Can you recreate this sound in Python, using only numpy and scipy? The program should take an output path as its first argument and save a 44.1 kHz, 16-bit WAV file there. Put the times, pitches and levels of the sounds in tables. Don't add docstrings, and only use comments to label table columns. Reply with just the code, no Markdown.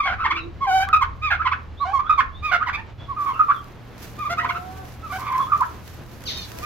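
import sys
import numpy as np
from scipy import signal
from scipy.fft import rfft, irfft
from scipy.io import wavfile
from scipy.ndimage import map_coordinates

SR = 44100
rng = np.random.default_rng(int(sys.argv[2]) if len(sys.argv) > 2 else 0)


def int16_out(signal):
    q = np.round(np.clip(np.atleast_2d(signal).T, -1, 1) * 32767)
    wavfile.write(sys.argv[1], SR, q.astype(np.int16))


N = 293265
TIME = np.arange(N) / SR
TOP_HZ = 15800

# (time [s], second order [dB], third order [dB])
MOTOR_LEVELS = [(0, -55, -66), (1.1, -36, -47), (2.3, -44.5, -59), (3.0, -54.5, -47.5), (3.8, -58.5, -47),
                (4.4, -42.5, -42.5), (5.3, -46.5, -45), (6.65, -48, -48.5)]
# (frequency [Hz], gain [dB])
RUMBLE_EQ = [(22, -3.5), (32, -0.5), (45, -0.5), (68, 2), (100, 0), (135, -12.5)]
RUSTLE_EQ = [(90, -12.5), (150, 4.5), (300, -1), (550, -5), (1200, -9), (2400, -16), (4000, -22),
             (7000, -35.5), (10000, -55)]
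HISS_EQ = [(1500, 7), (3500, 1.5), (6200, 2), (8500, -6.5), (10500, -3.5), (12500, 0.5), (15800, -5.5)]
# (time [s], level [dB])
RUMBLE_LEVEL = [(0, -42), (.2, -36), (.5, -38.5), (1.25, -37.5), (1.9, -44.5), (2.2, -38.5), (3.4, -45.5),
                (4, -46.5), (6.65, -44.5)]
RUSTLE_LEVEL = [(.08, -50), (.135, -41), (.19, -47), (1.3, -48.5), (3.9, -45), (4.3, -42.5), (5.1, -44.5),
                (6.65, -43.5)]
HISS_LEVEL = [(2.9, -88), (3.3, -59), (3.9, -66), (4.1, -57.5), (4.9, -56.5), (5.4, -51), (6.2, -54.5),
              (6.65, -45)]
# (peak time [s], level [dB])
HISS_SWELLS = [(3.21, -52), (4.03, -47.5), (4.49, -51.5), (4.78, -55), (5.13, -45.5), (6.28, -64)]

# (frequency [Hz], time to fall 60 dB [s])
REVERB_DECAY = [(300, 0.39), (1200, 0.32), (3000, 0.24), (12000, 0.14)]
# (frequency [Hz], gain [dB])
REVERB_EQ = [(300, -7), (750, -3.5), (1200, -2.5), (2300, 0.5), (4000, -2), (9000, -5.5)]
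# (time [s], level [dB])
TICKS = [(0.889, -18.5)]
# (frequency [Hz], gain [dB])
TICK_EQ = [(400, -17), (1800, 28), (3600, 7), (6000, -19), (9000, -27), (14000, -41)]

# (time [s], pitch [Hz], level [dB])
HEN_MOANS = [
    [(4.33, 343.6, -58), (4.40, 351, -46), (4.55, 350, -46.5), (4.64, 367.4, -45.5), (4.74, 379.7, -45),
     (4.80, 384.8, -40.5), (4.83, 372, -50), (4.86, 324, -63)],
    [(6.47, 332.7, -65), (6.53, 332, -50), (6.60, 328, -50.5), (6.64, 315, -64)],
]
DOVE_COO = [(.25, 354.7, -51.5), (.31, 345, -48.5), (.40, 325, -51), (.47, 345, -40), (.53, 324, -74)]
SQUEAL = [(6.255, 1690, -39), (6.268, 1460, -30), (6.284, 1162, -28), (6.305, 956, -31), (6.325, 789, -38),
          (6.345, 622, -38), (6.41, 607.5, -39.5), (6.44, 565, -42), (6.47, 545, -64)]
# (frequency [Hz], gain [dB])
HEN_THROAT = [(360, 0.5), (740, 12.5), (1100, 1), (1500, -1), (2200, -39), (4000, -36)]
DOVE_THROAT = [(340, -1), (700, -20.5), (1500, -44)]
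SQUEAL_THROAT = [(700, -24), (1800, -17), (2900, -12), (3850, 0.5), (4500, -3), (5300, -9), (6500, -11.5),
                 (7800, -53), (11500, -23), (15000, -34)]
# (start [s], length [s], pitch [Hz], glide [semitones], level [dB])
PEEPS = [(0.391, 0.046, 3910, -0.5, -50.5), (1.766, 0.077, 3840, 5, -52.5), (2.053, 0.098, 3640, 1.6, -52),
         (2.324, .08, 3640, 1.8, -57.5), (2.979, 0.089, 3455, -0.2, -57.5), (3.328, 0.036, 2760, -1.6, -48),
         (3.524, 0.069, 3440, -2.1, -56.5), (5.393, .058, 3430, -0.6, -51.5)]

# (frequency [Hz], gain [dB])
TURKEY_THROAT = [(480, -29), (740, -11.5), (1100, 4.5), (1500, 2.5), (1800, -0.5), (2300, -9), (2470, -5),
                 (2780, -16.5), (3080, -12.5), (3400, -18.5), (4400, -23.5), (6500, -29.5), (9000, -48.5),
                 (13000, -38.5)]
BREATH_EQ = [(1900, 7.5), (2400, -2), (3600, -1), (4600, -12.5), (6500, -15), (8800, -25), (12300, -15.5),
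             (15500, -30.5)]
# (time [s], gain [dB])
TURKEY_TREBLE = [(.55, -9), (.72, 10), (.81, 14), (.93, -2), (1.03, 5.5), (1.25, -11.5), (1.6, -17),
                 (1.95, 7.5), (2.2, 0.5), (4.2, -6), (4.32, 14.5), (4.45, 0)]
# (time [s], left minus right [dB], lag of the left port [ms])
TURKEY_PAN = [(.2, -0.5, -0.082), (.9, -3.5, -0.096), (1.4, -4, -0.1), (2.1, -6.5, 0.072),
              (2.6, -5.5, 0.066), (3.4, -3, 0.12), (4.4, -3.5, -0.11), (5.4, -4.5, 0.1), (5.6, -3.5, 0.15)]
# (start [s], length [s], pitch [Hz], level [dB], overtones [dB])
LEAD_INS = [(0, 0.015, 1205, -14.5, 0.5), (.026, 0.069, 1124, -23.5, 10), (0.603, 0.063, 1102, -20, -10),
            (1.213, 0.084, 1244, -23, 8), (1.797, 0.057, 1144, -21, -21), (2.419, 0.096, 1237, -25.5, 5.5),
            (3.077, 0.062, 1124, -28.5, -18), (4.178, 0.072, 1221, -28, -2.5), (4.246, .04, 1206, -25, -5),
            (5.018, 0.064, 1311, -35.5, -9), (5.096, .036, 1176, -32, -2), (6.616, 0.13, 1231, -26, 2)]
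# (start [s], length [s], pitch [Hz], glide [semitones], level [dB], level rise [dB],
# overtones [dB], roughness [0-1])
CROAKS = [(0.051, 0.099, 732, -1.5, -24.5, -3.5, -7.5, 0.94), (0.666, .134, 768.5, .1, -18, 4, -21.5, .08),
          (0.796, 0.0453, 773.3, .5, -20.5, -0.5, -13.5, 0.2), (1.302, 0.0642, 727, -2, -20.5, -16, 1.5, 1),
          (1.848, 0.086, 753, 4, -28, -5.5, -23, 0.31), (2.513, 0.058, 702.5, -0.5, -16.5, -5.5, -4, 0.72),
          (4.293, 0.049, 693, -0.15, -24.5, -1, -12.5, 0.33),
          (5.118, 0.058, 741.4, 0.6, -29.5, 1, -12, 0.31)]
# (start [s], length [s], pitch [Hz], glide [semitones], level [dB],
# overtones [dB], roughness [0-1])
WARBLES = [(0.182, 0.06, 1296, 1.4, -25.5, -3.5, 0.63), (1.93, .056, 1090, -0.5, -16.5, -15, 0.03),
           (1.985, .028, 1130, 3.5, -18.5, -15.5, 0.38), (3.162, 0.0986, 1156, -1.05, -24.5, -16, 0.19),
           (3.255, 0.0726, 1102, -0.36, -21.5, -10, 0.41), (5.177, 0.14, 1091, -0.4, -32.5, -3.5, 0.77),
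           (5.298, 0.15, 1053, -0.33, -21.5, -23, 0.36)]
# (start [s], pitch [Hz], level [dB], overtones [dB])
BARKS = [(.928, 1238, -9.5, -2), (2.094, 1229, -11.5, -10.5), (3.393, 1241, -12, -20),
         (5.518, 1192, -13, -17)]
RASPS = [(.362, 1307, -29.5, 16), (0.819, 799, -30, 8), (2.727, 1167, -26, 19), (2.771, 880, -35, -5.5),
         (4.386, 969, -27.5, 21), (4.542, 1310, -28, -0.5), (5.262, 1157, -29, 4), (5.321, 1095, -32, 5)]
# (break time [s], swell before it [s], pitch at the break [Hz], level [dB], overtones [dB],
# rattle against the yelp [dB])
YELPS = [(.259, 0.023, 934, -16.5, 1.5, -1), (.315, 0.016, 1063, -17.5, 6, -10),
         (.365, 0.019, 1181, -28, 13, -4), (1.027, 0.019, 1023, -13.5, -6.5, -8),
         (1.415, 0.025, 1328, -22.5, -14, -.5), (1.469, 0.022, 1022, -17, 1, -0.5),
         (1.524, .011, 1127, -19.5, 3, 1), (2.199, 0.024, 1071, -11.5, -5, -7.5),
         (2.624, 0.021, 1233, -21.5, -17.5, -3), (2.682, .022, 936, -22.5, 1, 5),
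         (3.509, .029, 1161, -12, -17, -20), (4.391, .02, 1277, -21.5, -3, -22),
         (4.444, 0.022, 933, -26.5, -1, 7.5), (4.498, 0.011, 1096, -23.5, 9.5, 2),
         (5.621, 0.02, 1002, -13.5, -53, -6.5)]


def undb(db):
    return 10 ** (np.asarray(db) / 20)


def unit(x):
    return x / np.sqrt(np.mean(x ** 2) + 1e-18)


def transpose(hz, semitones):
    return hz * 2 ** (semitones / 12)


def phase_of(hz):
    return 2 * np.pi * np.cumsum(hz) / SR


def curves(rows, t=TIME):
    times, *columns = np.transpose(rows)
    return [np.interp(t, times, column) for column in columns]


def at_hz(points, hz):
    f, value = np.transpose(points)
    return np.interp(np.log(np.maximum(hz, 1)), np.log(f), value)


def colour(x, eq):
    hz = np.fft.rfftfreq(x.shape[-1], 1 / SR) + 1
    rolloff = np.minimum(1, np.minimum(hz / eq[0][0], eq[-1][0] / hz)) ** 4
    return unit(irfft(rfft(x) * undb(at_hz(eq, hz)) * rolloff, x.shape[-1]))


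def drift(rate, size=N):
    knots = np.arange(size) * rate / SR + rng.random()
    values = np.random.default_rng(rng.integers(1 << 30)).standard_normal(int(knots[-1]) + 3)
    return map_coordinates(values, [knots], order=2, mode="nearest")


def add(track, s, x):
    i = max(int(s * SR), 0)
    track[i:i + len(x)] += x[:max(N - i, 0)]


def balance(stereo, pan_db):
    return stereo * undb(np.array([[.5], [-.5]]) * pan_db)


def motor(turn_hz=39.05, waver=.022, throb_db=1.3):
    phase = phase_of(turn_hz * (1 + waver * drift(9)))
    return sum(undb(db + throb_db * drift(13)) * unit(np.sin(order * phase))
               for order, db in enumerate(curves(MOTOR_LEVELS), 2))


def noise_bed(eq, side_db, flicker_db, flicker_hz):
    mid, side = (colour(rng.standard_normal(N), eq) for _ in range(2))
    stereo = mid + undb(side_db) * side * np.array([[1], [-1]])
    return stereo * undb(flicker_db * drift(flicker_hz))


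def wind():
    rumble = noise_bed(RUMBLE_EQ, side_db=-7, flicker_db=1.2, flicker_hz=9)
    rustle = noise_bed(RUSTLE_EQ, side_db=-6.5, flicker_db=1.7, flicker_hz=18)
    both = undb(curves(RUMBLE_LEVEL)[0]) * rumble + undb(curves(RUSTLE_LEVEL)[0]) * rustle
    return balance(both, pan_db=-1)


def scratches(per_second=77, spread_db=6, decay_s=.002):
    hits = rng.random(N) < per_second / SR
    sizes = undb(spread_db * np.minimum(rng.exponential(size=N), 4))
    envelope = unit(signal.fftconvolve(hits * sizes, np.exp(-TIME[:SR // 50] / decay_s))[:N])
    return colour(envelope * rng.standard_normal((2, N)), HISS_EQ)


def handling(floor_db=-76, rise_s=.013, fall_s=.069, scrape_db=2.25):
    bed = np.hypot(undb(curves(HISS_LEVEL)[0]), undb(floor_db))
    swells = sum(undb(db) * np.exp(-np.maximum((s - TIME) / rise_s, (TIME - s) / fall_s))
                 for s, db in HISS_SWELLS)
    scrapes = undb(scrape_db * drift(16))
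    hiss = noise_bed(HISS_EQ, side_db=-1, flicker_db=1.2, flicker_hz=110)
    texture = undb(-2) * hiss + undb(-5.5) * scratches()
    return balance((bed + swells) * scrapes * texture, pan_db=-3)


def aviary(x, wet_db, predelay_s=.00082, build_s=.0043, early=.98, early_s=.012):
    t = TIME[:SR // 2]
    hz, age_s, cells = signal.stft(rng.standard_normal((2, len(t))), SR)
    db = at_hz(REVERB_EQ, hz)[:, None] - 60 * age_s / at_hz(REVERB_DECAY, hz)[:, None]
    tail = signal.istft(cells * undb(db), SR)[1][:, :len(t)]
    fade_in = np.clip((t - predelay_s) / build_s, 0, 1)
    early_lift = 1 + early * np.exp(-t / early_s)
    impulse = unit(tail * fade_in * early_lift) / np.sqrt(len(t))
    return undb(wet_db) * signal.fftconvolve(x[None], impulse, axes=1)[:, :N]


def pan(x, pan_db, lag_ms):
    shift = lag_ms / 1000 * SR / 2
    return np.array([undb(side * pan_db / 2) * map_coordinates(x, [np.arange(N) - side * shift], order=3)
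                     for side in (1, -1)])


def tick(decay_s=.0025):
    out, t = np.zeros(N), TIME[:SR // 100]
    for s, db in TICKS:
        burst = colour(rng.standard_normal(len(t)), TICK_EQ) / 2
        add(out, s, undb(db) * np.exp(-t / decay_s) * burst)
    return out


def arch(length, hz, glide_st=0, bow_st=0, attack_s=.012, release_s=.0059):
    u = np.linspace(0, 1, int(length * SR))
    semitones = glide_st * (u - .5) - bow_st * (2 * u - 1) ** 2
    ramp = np.clip(np.minimum(u / attack_s, (1 - u) / release_s) * length, 0, 1)
    envelope = np.sin(np.pi / 2 * ramp) * np.abs(np.sin(np.pi * u)) ** .17
    return transpose(hz, semitones), envelope


def syrinx(hz, throat, overtones_db, rough, jitter=.085, flutter=.32, rasp_db=-11):
    n = len(hz)
    phase = phase_of(hz * (1 + jitter * rough * drift(380, n)))
    k = np.arange(1, 21)[:, None]
    press_db = overtones_db * (k > 1) * (2 / k) ** .34
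    gains = undb(at_hz(throat, k * hz) + press_db) * (k * hz < TOP_HZ)
    tone = unit(np.sum(gains * np.sin(k * phase), axis=0))
    rasp = colour(rng.standard_normal(n) * (1 + np.cos(phase)), throat)
    swing = 1 + flutter * rough * drift(340.1, n)
    return unit(tone * swing + rough * undb(rasp_db) * rasp)


def long_call(rows, throat, rough):
    out, start = np.zeros(N), rows[0][0]
    hz, db = curves(rows, np.arange(start, rows[-1][0], 1 / SR))
    add(out, start, undb(db) * syrinx(hz, throat, 0, rough))
    return out


def peeps(jitter=.02, flutter_db=3.5):
    out = np.zeros(N)
    for s, length, pitch, glide_st, db in PEEPS:
        hz, envelope = arch(length, pitch, glide_st, bow_st=.6)
        tone = np.sin(phase_of(hz * (1 + jitter * drift(400, len(hz)))))
        flutter = undb(flutter_db * drift(200, len(hz)))
        add(out, s, undb(db) * envelope * unit(tone * flutter))
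    return out


def aviary_birds():
    hen = sum(long_call(moan, HEN_THROAT, rough=.02) for moan in HEN_MOANS)
    dove = long_call(DOVE_COO, DOVE_THROAT, rough=1)
    centre = hen + dove + peeps()
    squeal = long_call(SQUEAL, SQUEAL_THROAT, rough=.1)
    reverb = aviary(squeal, wet_db=-.5) + aviary(centre, wet_db=1.5)
    return centre + pan(squeal, pan_db=0, lag_ms=-.49) + reverb


def turkey_voice(hz, overtones_db, rough, breath_db=-25, lowpass_hz=5200):
    lowpass = signal.butter(1, lowpass_hz, fs=SR, output="sos")
    voiced = signal.sosfilt(lowpass, syrinx(hz, TURKEY_THROAT, overtones_db, rough))
    puffs = rng.standard_normal(len(hz)) * (1 + np.cos(phase_of(hz)))
    breath_gain = undb(breath_db + .91 * min(overtones_db, 4))
    return unit(voiced) + breath_gain * colour(puffs, BREATH_EQ)


def note(shape, overtones_db, rough):
    hz, envelope = shape
    return envelope * turkey_voice(hz, overtones_db, rough)


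def lead_ins(belly_db=5, rest_s=.1):
    out, last_end = np.zeros(N), 0
    for s, length, pitch, db, overtones_db in LEAD_INS:
        attack_s = .036 if s - last_end > rest_s else .0083
        hz, envelope = arch(length, pitch, glide_st=-1.7, bow_st=1.9, attack_s=attack_s, release_s=.009)
        swell_db = belly_db * (1 / 3 - np.linspace(-1, 1, len(hz)) ** 2)
        add(out, s, undb(db + swell_db) * note((hz, envelope), overtones_db, rough=.1))
        last_end = s + length
    return out


def croak(length, pitch, glide_st, rise_db, overtones_db, rough, waver_st=.22, jitter_st=.14):
    hz, envelope = arch(length, pitch, glide_st, bow_st=-1.2 * rough)
    n = len(hz)
    hz = transpose(hz, waver_st * drift(39.1, n) + jitter_st * drift(260, n))
    doubling = 1 + undb(-26.5) * np.cos(phase_of(hz) / 2)
    fade = undb(rise_db * np.linspace(-.5, .5, n))
    voice = turkey_voice(hz, overtones_db, rough, breath_db=-19, lowpass_hz=3600)
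    return envelope * fade * doubling * voice


def warble(length, pitch, glide_st, overtones_db, rough, waver_st=.35, waver_db=.4):
    hz, envelope = arch(length, pitch, glide_st, attack_s=.014)
    waver = drift(45, len(hz))
    shape = transpose(hz, waver_st * waver), envelope * undb(waver_db * waver)
    return note(shape, overtones_db, rough)


def barks(scoop_s=.058, scoop_db=-20, rebound_after_s=.026, rebound_db=-6, rough=.24):
    out = np.zeros(N)
    for s, hz, db, overtones_db in BARKS:
        scoop = arch(scoop_s, transpose(hz, .54), glide_st=4.5)
        burst = arch(.025, hz, bow_st=-1.34, attack_s=.0037)
        rebound = arch(.023, hz)
        add(out, s - scoop_s, undb(db + scoop_db) * note(scoop, overtones_db=-22, rough=.45))
        add(out, s, undb(db) * note(burst, overtones_db, rough))
        add(out, s + rebound_after_s, undb(db + rebound_db) * note(rebound, overtones_db, rough))
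    return out


def rasp(hz, overtones_db, length_s=.0385):
    return note(arch(length_s, hz, bow_st=.73), overtones_db, rough=.71)


def yelp(swell_s, break_hz, overtones_db, rattle_db, rest_hz=1171.5, flick=.58, flick_s=.0107):
    t = np.arange(-int(swell_s * SR), int(.045 * SR)) / SR
    before = np.maximum(-t, 0) / swell_s
    after_s = np.maximum(t, 0)
    bend_hz = (rest_hz - break_hz) * before ** 1.24
    hz = break_hz * (1 + flick * np.tanh(after_s / flick_s) ** 2) + bend_hz
    swell = np.abs(np.cos(np.pi / 2 * before)) ** .7 * (1 - .44 * before)
    release = np.exp(-(after_s / .009) ** 2)
    rattle_envelope = np.tanh(after_s / .0067) * np.exp(-(after_s / .018) ** 2)
    voiced = swell * release * turkey_voice(hz, overtones_db, rough=.36)
    rattle = rattle_envelope * turkey_voice(hz, .23 * overtones_db, rough=1.4)
    return voiced + undb(rattle_db) * rattle


def ride_treble(x, shelf_hz=6200):
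    treble = signal.sosfiltfilt(signal.butter(2, shelf_hz, "high", fs=SR, output="sos"), x)
    return x + (undb(curves(TURKEY_TREBLE)[0]) - 1) * treble


def turkeys():
    out = lead_ins() + barks()
    for s, length, hz, glide_st, db, rise_db, overtones_db, rough in CROAKS:
        add(out, s, undb(db) * croak(length, hz, glide_st, rise_db, overtones_db, rough))
    for s, length, hz, glide_st, db, overtones_db, rough in WARBLES:
        add(out, s, undb(db) * warble(length, hz, glide_st, overtones_db, rough))
    for s, swell_s, hz, db, overtones_db, rattle_db in YELPS:
        add(out, s - swell_s, undb(db) * yelp(swell_s, hz, overtones_db, rattle_db))
    for s, hz, db, overtones_db in RASPS:
        add(out, s, undb(db) * rasp(hz, overtones_db))
    return ride_treble(out)


def scene():
    toms = turkeys()
    foreground = pan(toms, *curves(TURKEY_PAN)) + aviary(toms, wet_db=-8)
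    return foreground + aviary_birds() + tick() + wind() + handling() + motor()


def record(dry):
    return signal.sosfiltfilt(signal.ellip(10, .1, 60, TOP_HZ, fs=SR, output="sos"), dry)


dry = scene()
out = record(dry)
int16_out(out)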